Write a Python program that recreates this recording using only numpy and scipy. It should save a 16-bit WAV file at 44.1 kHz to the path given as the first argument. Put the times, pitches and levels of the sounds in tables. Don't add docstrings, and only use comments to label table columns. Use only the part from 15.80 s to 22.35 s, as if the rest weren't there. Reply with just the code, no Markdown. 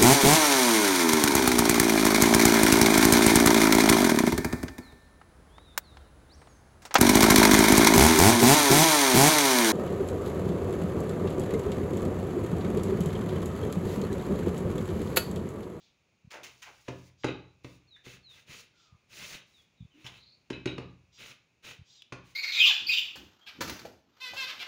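import sys
import numpy as np
from scipy import signal
from scipy.fft import rfft, irfft
from scipy.io import wavfile

SR = 44100
rng = np.random.default_rng(int(sys.argv[2]) if len(sys.argv) > 2 else 0)


def to_wav(sig):
    pcm = np.clip(np.atleast_2d(sig), -1, 1) * 32767
    pcm = np.round(pcm).astype(np.int16)
    wavfile.write(sys.argv[1], SR, pcm.T)


N = 288855
TIME = np.arange(N) / SR

# t/s, level/dB, thud cut-off f/Hz (firmness), slap decay/s, landing time/s
PATS = [(1.081, -31.5, 635, 0.0063, 0.0055), (1.104, -36.5, 130, 0.0031, 0.0022),
        (1.4431, -25.5, 570, 0.0044, 0.0015), (1.4852, -33.5, 704, 0.0025, 0.002),
        (1.845, -38, 233, .0042, 0.00096), (2.264, -39.5, 202, 0.0027, 0.001),
        (4.244, -39, 127, 0.0062, 0.0033), (4.701, -30, 305, 0.0048, 0.0028),
        (4.857, -26, 500, 0.003, 0.0013), (4.981, -29, 235, 0.0024, 0.0016),
        (5.091, -47.5, 115, 0.003, .0022), (6.322, -37, 300, 0.0086, 0.002)]
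# t/s, level/dB, decay/s
FINGERTIPS = [(1.0745, -57, .008), (1.4357, -36, 0.0049)]
# f/Hz, level/dB, t60/s
TABLE_MODES = [(120.3, -1.5, 0.071), (180.6, -6, 0.077), (257, -5, 0.077), (314.7, -0.5, 0.063),
               (383.4, 0, 0.071), (436, 0, 0.056), (527.5, 4, 0.033), (699, -11.5, .07), (1060, -11.5, 0.1),
               (1230, -9, 0.13)]
# f/Hz, level/dB, t60/s
STANDING_WAVES = [(61.4, -21, 0.77), (87.4, -21.5, 0.96), (126.35, -13, 0.54), (177, -16, 0.37),
                  (258.2, -18.5, 0.34), (384.2, -16, 0.34)]
# f/Hz, relative level/dB
SLAP_SPECTRUM = [(100, -4), (400, 7), (1300, 3), (2500, -2.5), (4000, -5.5), (7000, -18), (10000, -23.5),
                 (15000, -45)]
# t/s, level/dB, upper shell modes relative to lower/dB
RATTLES = [(1.452, -53, 1), (1.469, -42, -0.5), (1.485, -39.5, -2), (4.73, -40.5, -2.5), (4.874, -37.5, 0),
           (4.885, -44, -3), (4.895, -45.5, -1), (4.983, -49.5, -9)]
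# f/Hz, relative level/dB, t60/s
IRON_MODES = [(2070, -13.5, 0.1), (2346, -10, 0.18), (2494, -6.5, 0.11), (2563, -6, 0.25),
              (2822, -2.5, 0.055), (2970, -3.5, 0.049), (3746, -4, 0.061), (3853, 0.5, .11),
              (3986, 0, 0.11), (4030, -7, 0.04)]
# t/s, length/s, rise/s, hiss level before swell/dB, rasp relative to hiss/dB
RUSTLES = [(0.65, 0.63, 0.017, -69.5, -4), (1.831, 0.12, 0.014, -68.5, 1.5), (2.231, 0.11, 0.034, -60, 4.5),
           (2.481, 0.12, 0.035, -66.5, 4), (2.655, 0.15, 0.065, -56.5, 3), (3.27, 0.28, 0.14, -51, 1.5),
           (3.657, 0.17, 0.015, -75.5, -1), (4.095, 0.29, 0.2, -69.5, 5.5), (5.367, 0.14, 0.048, -58.5, 4),
           (5.82, 0.093, 0.04, -56, 5), (6.424, 0.1, 0.044, -70, 2)]
# f/Hz, relative level/dB
HISS_SPECTRUM = [(1200, -14.5), (3000, -5.5), (4500, 4.5), (7000, -1.5), (11000, -6), (15500, -13)]
# f/Hz, relative level/dB
RASP_SPECTRUM = [(40, -10), (130, 0.5), (300, -8.5), (500, -4.5), (800, -13.5), (1300, -6.5), (2600, -4),
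                 (4000, -4.5), (6500, -51.5)]
# t/s, level/dB, shower decay/s, first drops' f/Hz
FLICKS = [(0.504, -43.5, 0.053, 2492), (0.534, -42.5, 0.062, 988), (0.631, -41.5, 0.035, 4370),
          (0.818, -41.5, 0.026, 2984), (0.857, -46, 0.041, 1401), (4.246, -46, 0.039, 1953)]
# t/s, level/dB, decay/s, centre f/Hz
TICKS = [(.633, -46.5, 0.0032, 3540), (2.16, -60.5, 0.031, 1740), (4.244, -50, 0.0034, 2630),
         (4.264, -41, 0.015, 3350), (4.98, -59, 0.0018, 5400), (6.221, -41.5, 0.0022, 3270)]
# t/s, level before shaping/dB, f/Hz
BUMPS = [(.449, -46, 125), (0.476, -44, 129), (2.696, -45, 117), (3.127, -46, 100.6), (3.15, -50.5, 104),
         (4.0087, -36, 120.6), (4.026, -37.5, 118), (4.052, -41.5, 117), (5.994, -42.5, 100),
         (6.016, -41.5, 96)]
# t/s, length/s, start f/Hz, level/dB
WHISTLES = [(2.072, .034, 4420, -65.5), (2.106, 0.071, 4040, -54.5), (2.426, 0.13, 4470, -55.5),
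            (3.727, 0.092, 4030, -62)]
# t/s, length/s, start f/Hz, end f/Hz, level/dB, hoarseness/share of pitch
BIRD_CALLS = [(2.919, 0.28, 1495, 1130, -72, 0.0885), (3.967, 0.094, 3860, 3370, -68, .04),
              (4.104, 0.078, 3140, 2746, -72, 0.039), (4.244, 0.024, 5550, 5240, -57.5, 0.0122),
              (4.332, .24, 3900, 4430, -59.5, 0.07), (4.137, 0.077, 279.3, 319, -56.5, 0.13),
              (6.095, 0.038, 3480, 4250, -62.5, 0.046), (6.147, 0.083, 4200, 3240, -61.5, .04)]
# t/s, length/s, rasp level/dB, voice relative to rasp/dB
SQUAWKS = [(-.08, 0.22, -70.5, -14), (1.369, 0.15, -68, -1), (2.931, 0.19, -69.5, -5.5),
           (5.317, 0.1, -64, -3), (6.039, 0.2, -65.5, -2)]
# f/Hz, relative level/dB
SQUAWK_THROAT = [(2400, -11.5), (3400, 8.5), (4900, 1.5), (6600, -8.5), (7500, -9.5), (10000, -26)]
# f/Hz, relative level/dB
AIR_SPECTRUM = [(25, -18), (70, 2), (130, 3), (300, -4), (600, -9), (1800, -15), (2450, -9), (3000, -16),
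                (3800, -14), (7000, -23), (15000, -38)]
# f/Hz, t60/s
ROOM_DECAY = [(100, 0.61), (400, 0.36), (1200, 0.48), (2600, 0.36), (5000, 0.45), (12000, 0.043)]
# f/Hz, level/dB
MIC_RESPONSE = [(1800, 1), (2600, 6.5), (3300, 1), (5000, 0.5), (6800, 6.5), (8000, -5), (9500, 0),
                (12500, -5), (14000, 0), (15100, 10)]

STANDING_BUILD_S = 0.021


def undb(db):
    return 10 ** (np.asarray(db) / 20)


def unit(x):
    return x / np.sqrt(np.mean(x ** 2))


def read(points, hz):
    f, value = np.transpose(points)
    return np.interp(np.log(np.maximum(hz, 1)), np.log(f), value)


def colour(x, points):
    size = 4096
    cepstrum = irfft(np.log(undb(read(points, np.fft.rfftfreq(size, 1 / SR)))))
    cepstrum[1:size // 2] *= 2
    cepstrum[size // 2 + 1:] = 0
    impulse = irfft(np.exp(rfft(cepstrum)))
    return signal.fftconvolve(x, impulse)[:len(x)]


def band(x, low_hz, high_hz, order=2):
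    edges = [low_hz, min(high_hz, .48 * SR)]
    return signal.sosfilt(signal.butter(order, edges, "band", fs=SR, output="sos"), x)


def walk(rate_hz):
    knots = rng.standard_normal(int(TIME[-1] * rate_hz) + 2)
    return np.interp(TIME * rate_hz, np.arange(len(knots)), knots)


def add(track, s, sound):
    i = int(s * SR)
    track[i:i + len(sound)] += sound[:N - i]


def ring(modes, t, gains=1):
    hz, db, t60 = np.transpose(modes)[:, :, None]
    decay = np.exp(-np.log(1000) * t / t60)
    return np.sum(gains * undb(db) * np.sin(2 * np.pi * hz * t) * decay, axis=0)


def reach(modes, cut_hz):
    return 1 / np.sqrt(1 + (np.array(modes)[:, :1] / cut_hz) ** 4)


def standing_boom(t, cut_hz):
    waves = ring(STANDING_WAVES, t, reach(STANDING_WAVES, cut_hz))
    return waves * (1 - np.exp(-t / STANDING_BUILD_S))


def pats(detune=0.0068, place_db=3.0, slap_db=2.52, slap_knee_hz=192.6, pad_db=-15.5, pad_s=0.024):
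    out, t = np.zeros(N), TIME[:SR]
    hz, mode_db, t60 = np.transpose(TABLE_MODES)
    sides = (-1) ** np.arange(len(hz))
    for s, pat_db, cut_hz, decay_s, land_s in PATS:
        place, load = rng.standard_normal((2, len(hz)))
        modes = np.column_stack([hz * (1 + detune * load), mode_db + place_db * place, t60])
        thud = ring(modes, t, sides[:, None] * reach(TABLE_MODES, cut_hz))
        boom = standing_boom(t, cut_hz)
        firmness = 1 / (1 + (slap_knee_hz / cut_hz) ** 4)
        slap = unit(colour(rng.standard_normal(SR), SLAP_SPECTRUM)) * np.exp(-t / decay_s)
        pad = unit(band(rng.standard_normal(SR), 300, 750)) * np.exp(-t / pad_s)
        noise = firmness * (undb(slap_db) * slap + undb(pad_db) * pad)
        landing = 1 - np.exp(-t / land_s)
        add(out, s, undb(pat_db) * (thud + boom + noise) * landing)
    for s, tip_db, decay_s in FINGERTIPS:
        tip = unit(band(rng.standard_normal(SR), 900, 3400, order=4))
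        add(out, s, undb(tip_db) * tip * np.exp(-t / decay_s))
    return band(out, 36, SR / 2)


def rattles(clack_s=0.0027, place_db=2, reseat=0.003, split_hz=3400):
    out, t = np.zeros(N), TIME[:SR // 2]
    hz, mode_db, t60 = np.transpose(IRON_MODES)
    for s, db, upper_db in RATTLES:
        place, seat, sense = rng.standard_normal((3, len(hz)))
        mix_db = mode_db + place_db * place + upper_db * (hz > split_hz)
        modes = np.column_stack([hz * (1 + reseat * seat), mix_db, t60])
        shell = ring(modes, t, .5 * np.sign(sense)[:, None])
        clack = unit(band(rng.standard_normal(len(t)), 1000, 3580, order=5)) * np.exp(-t / clack_s)
        add(out, s, undb(db) * (shell + clack))
    return out


def threads(spectrum, grain_db, judder_db):
    grain = np.repeat(rng.standard_normal(N // 24 + 1), 24)[:N]
    clicks = rng.standard_normal(N) * undb(grain_db * grain)
    return unit(colour(clicks, spectrum) * undb(judder_db * walk(140)))


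def swelling(s, length_s, rise_s, release_s, swell_db=1.4):
    age = TIME - s
    attack = np.sin(np.pi / 2 * np.clip(age / rise_s, 0, 1)) ** 2
    swell = undb(swell_db * (np.clip(age / length_s, 0, 1) - 1.5))
    return attack * swell * np.exp(-np.maximum(age - length_s, 0) / release_s)


def rustles(uneven_db=2.4, hiss_release_s=0.0238, rasp_release_s=0.031, rasp_rise=0.9):
    out = np.zeros(N)
    hiss = threads(HISS_SPECTRUM, grain_db=1.5, judder_db=1.0)
    rasp = threads(RASP_SPECTRUM, grain_db=2.0, judder_db=2.0) * undb(uneven_db * walk(30))
    for s, length_s, rise_s, db, rasp_db in RUSTLES:
        out += undb(db) * swelling(s, length_s, rise_s, hiss_release_s) * hiss
        out += undb(db + rasp_db) * swelling(s, length_s, rasp_rise * rise_s, rasp_release_s) * rasp
    return out


def flicks(scatter_db=3, pitch_spread=0.43, cycles=0.65, sorting=0.64, rise_s=0.0065, cushion=0.083):
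    out, t = np.zeros(N), TIME[:256]
    count = 1600
    for s, db, decay_s, first_hz in FLICKS:
        late_hz = 0.56 * first_hz
        rate = 1.3 * first_hz
        gap, pitch, size = rng.standard_normal((3, count))
        age = np.cumsum(np.abs(gap)) / rate
        fall = np.exp(-age / decay_s / sorting)
        hz = late_hz * (first_hz / late_hz) ** fall * np.exp(pitch_spread * pitch)
        hz = np.minimum(hz, SR / 3)
        shower = np.exp(-age / decay_s) * (1 - np.exp(-age / rise_s))
        sizes = undb(db + scatter_db * size) * shower * 1.58 * np.sqrt(hz / rate)
        turns = hz[:, None] * t
        dents = np.sin(2 * np.pi * turns) * np.exp(-turns / cycles) * (1 - np.exp(-turns / cushion))
        taps = np.diff(dents) * (sizes * SR / (2 * np.pi * hz))[:, None]
        for when, tap in zip(np.minimum(s + age, TIME[-1]), taps):
            add(out, when, tap)
    return out


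def splashes(thump_db=-7, cut_hz=110):
    out = np.zeros(N)
    thump = standing_boom(TIME[:SR], cut_hz)
    for s, db, decay_s, _ in FLICKS:
        add(out, s + decay_s, undb(db + thump_db) * thump)
    return out


def ticks(spread=1.06):
    out, t = np.zeros(N), TIME[:4096]
    for s, db, decay_s, hz in TICKS:
        snap = band(rng.standard_normal(len(t)), hz / spread, hz * spread, order=1)
        snap = band(snap, hz / 3, 14000)
        add(out, s, undb(db) * unit(snap) * np.exp(-t / decay_s))
    return out


def bumps(length_cycles=0.29):
    out = np.zeros(N)
    for s, db, hz in BUMPS:
        turns = hz * (TIME - s)
        bell = np.exp(-.5 * np.minimum((turns / length_cycles) ** 2, 100))
        out += undb(db) * np.sin(2 * np.pi * turns) * bell
    return band(out, 62, 900, order=3)


def note(s, length_s, start_hz, end_hz, hoarse):
    u = np.clip((TIME - s) / length_s, 0, 1)
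    hz = start_hz * (end_hz / start_hz) ** u * (1 + hoarse * walk(1500))
    return np.tanh(2 * np.sin(np.pi * u)) * np.sin(2 * np.pi * np.cumsum(hz) / SR)


def birds(flutter_db=2.5, fall_per_s=2.35, whistle_hoarse=0.0046):
    out = np.zeros(N)
    for s, length_s, hz, db in WHISTLES:
        end_hz = hz * np.exp(-fall_per_s * length_s)
        out += undb(db) * note(s, length_s, hz, end_hz, whistle_hoarse)
    for s, length_s, start_hz, end_hz, db, hoarse in BIRD_CALLS:
        out += undb(db) * note(s, length_s, start_hz, end_hz, hoarse)
    return out * undb(flutter_db * walk(100))


def squawks(pitch_hz=818, hoarse=0.014, waver=0.0088):
    hz = pitch_hz * (1 + hoarse * walk(900) + waver * walk(40))
    phase = 2 * np.pi * np.cumsum(hz) / SR
    harmonics = sum(np.sin(k * phase) for k in range(6, 11))
    voice = unit(colour(harmonics, SQUAWK_THROAT))
    rasp = unit(colour(rng.standard_normal(N), SQUAWK_THROAT))
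    out = np.zeros(N)
    for s, length_s, db, voice_db in SQUAWKS:
        swell = np.sin(np.pi * np.clip((TIME - s) / length_s, 0, 1))
        out += undb(db) * swell * (rasp + undb(voice_db) * voice)
    return out


def room(x, build_s=0.0024, bass_db=-4):
    t, tail = TIME[:SR], 0
    for hz in 125 * 2 ** np.arange(8):
        octave = band(rng.standard_normal(SR), hz / np.sqrt(2), hz * np.sqrt(2))
        decay = np.exp(-np.log(1000) * t / read(ROOM_DECAY, hz))
        tail = tail + undb(bass_db * (125 / hz) ** 2) * octave * decay
    tail = tail * (1 - np.exp(-t / build_s))
    return signal.fftconvolve(x, tail / np.sqrt(np.sum(tail ** 2)))[:N]


def outdoors(level_db=-73.8, swell_db=1):
    out = 0
    for hz in 40 * 2 ** np.arange(10.0):
        out = out + band(rng.standard_normal(N), hz / np.sqrt(2), hz * np.sqrt(2))
    return unit(colour(out, AIR_SPECTRUM)) * undb(level_db + swell_db * walk(1))


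def scene(table_echo_db=-5.5, iron_echo_db=-4.0, cloth_echo_db=-11, bird_echo_db=-9):
    table = pats() + splashes()
    iron = rattles()
    cloth = rustles() + flicks() + ticks()
    calls = birds() + squawks()
    sent = undb(table_echo_db) * table + undb(iron_echo_db) * iron
    sent = sent + undb(cloth_echo_db) * cloth + undb(bird_echo_db) * calls
    return (table + iron + cloth + calls + room(sent) + bumps() + outdoors())[None]


def record(dry, top_hz=15650):
    heard = colour(dry[0], MIC_RESPONSE)
    return signal.sosfilt(signal.ellip(10, .2, 70, top_hz, fs=SR, output="sos"), heard)[None]


dry = scene()
out = record(dry)
to_wav(out)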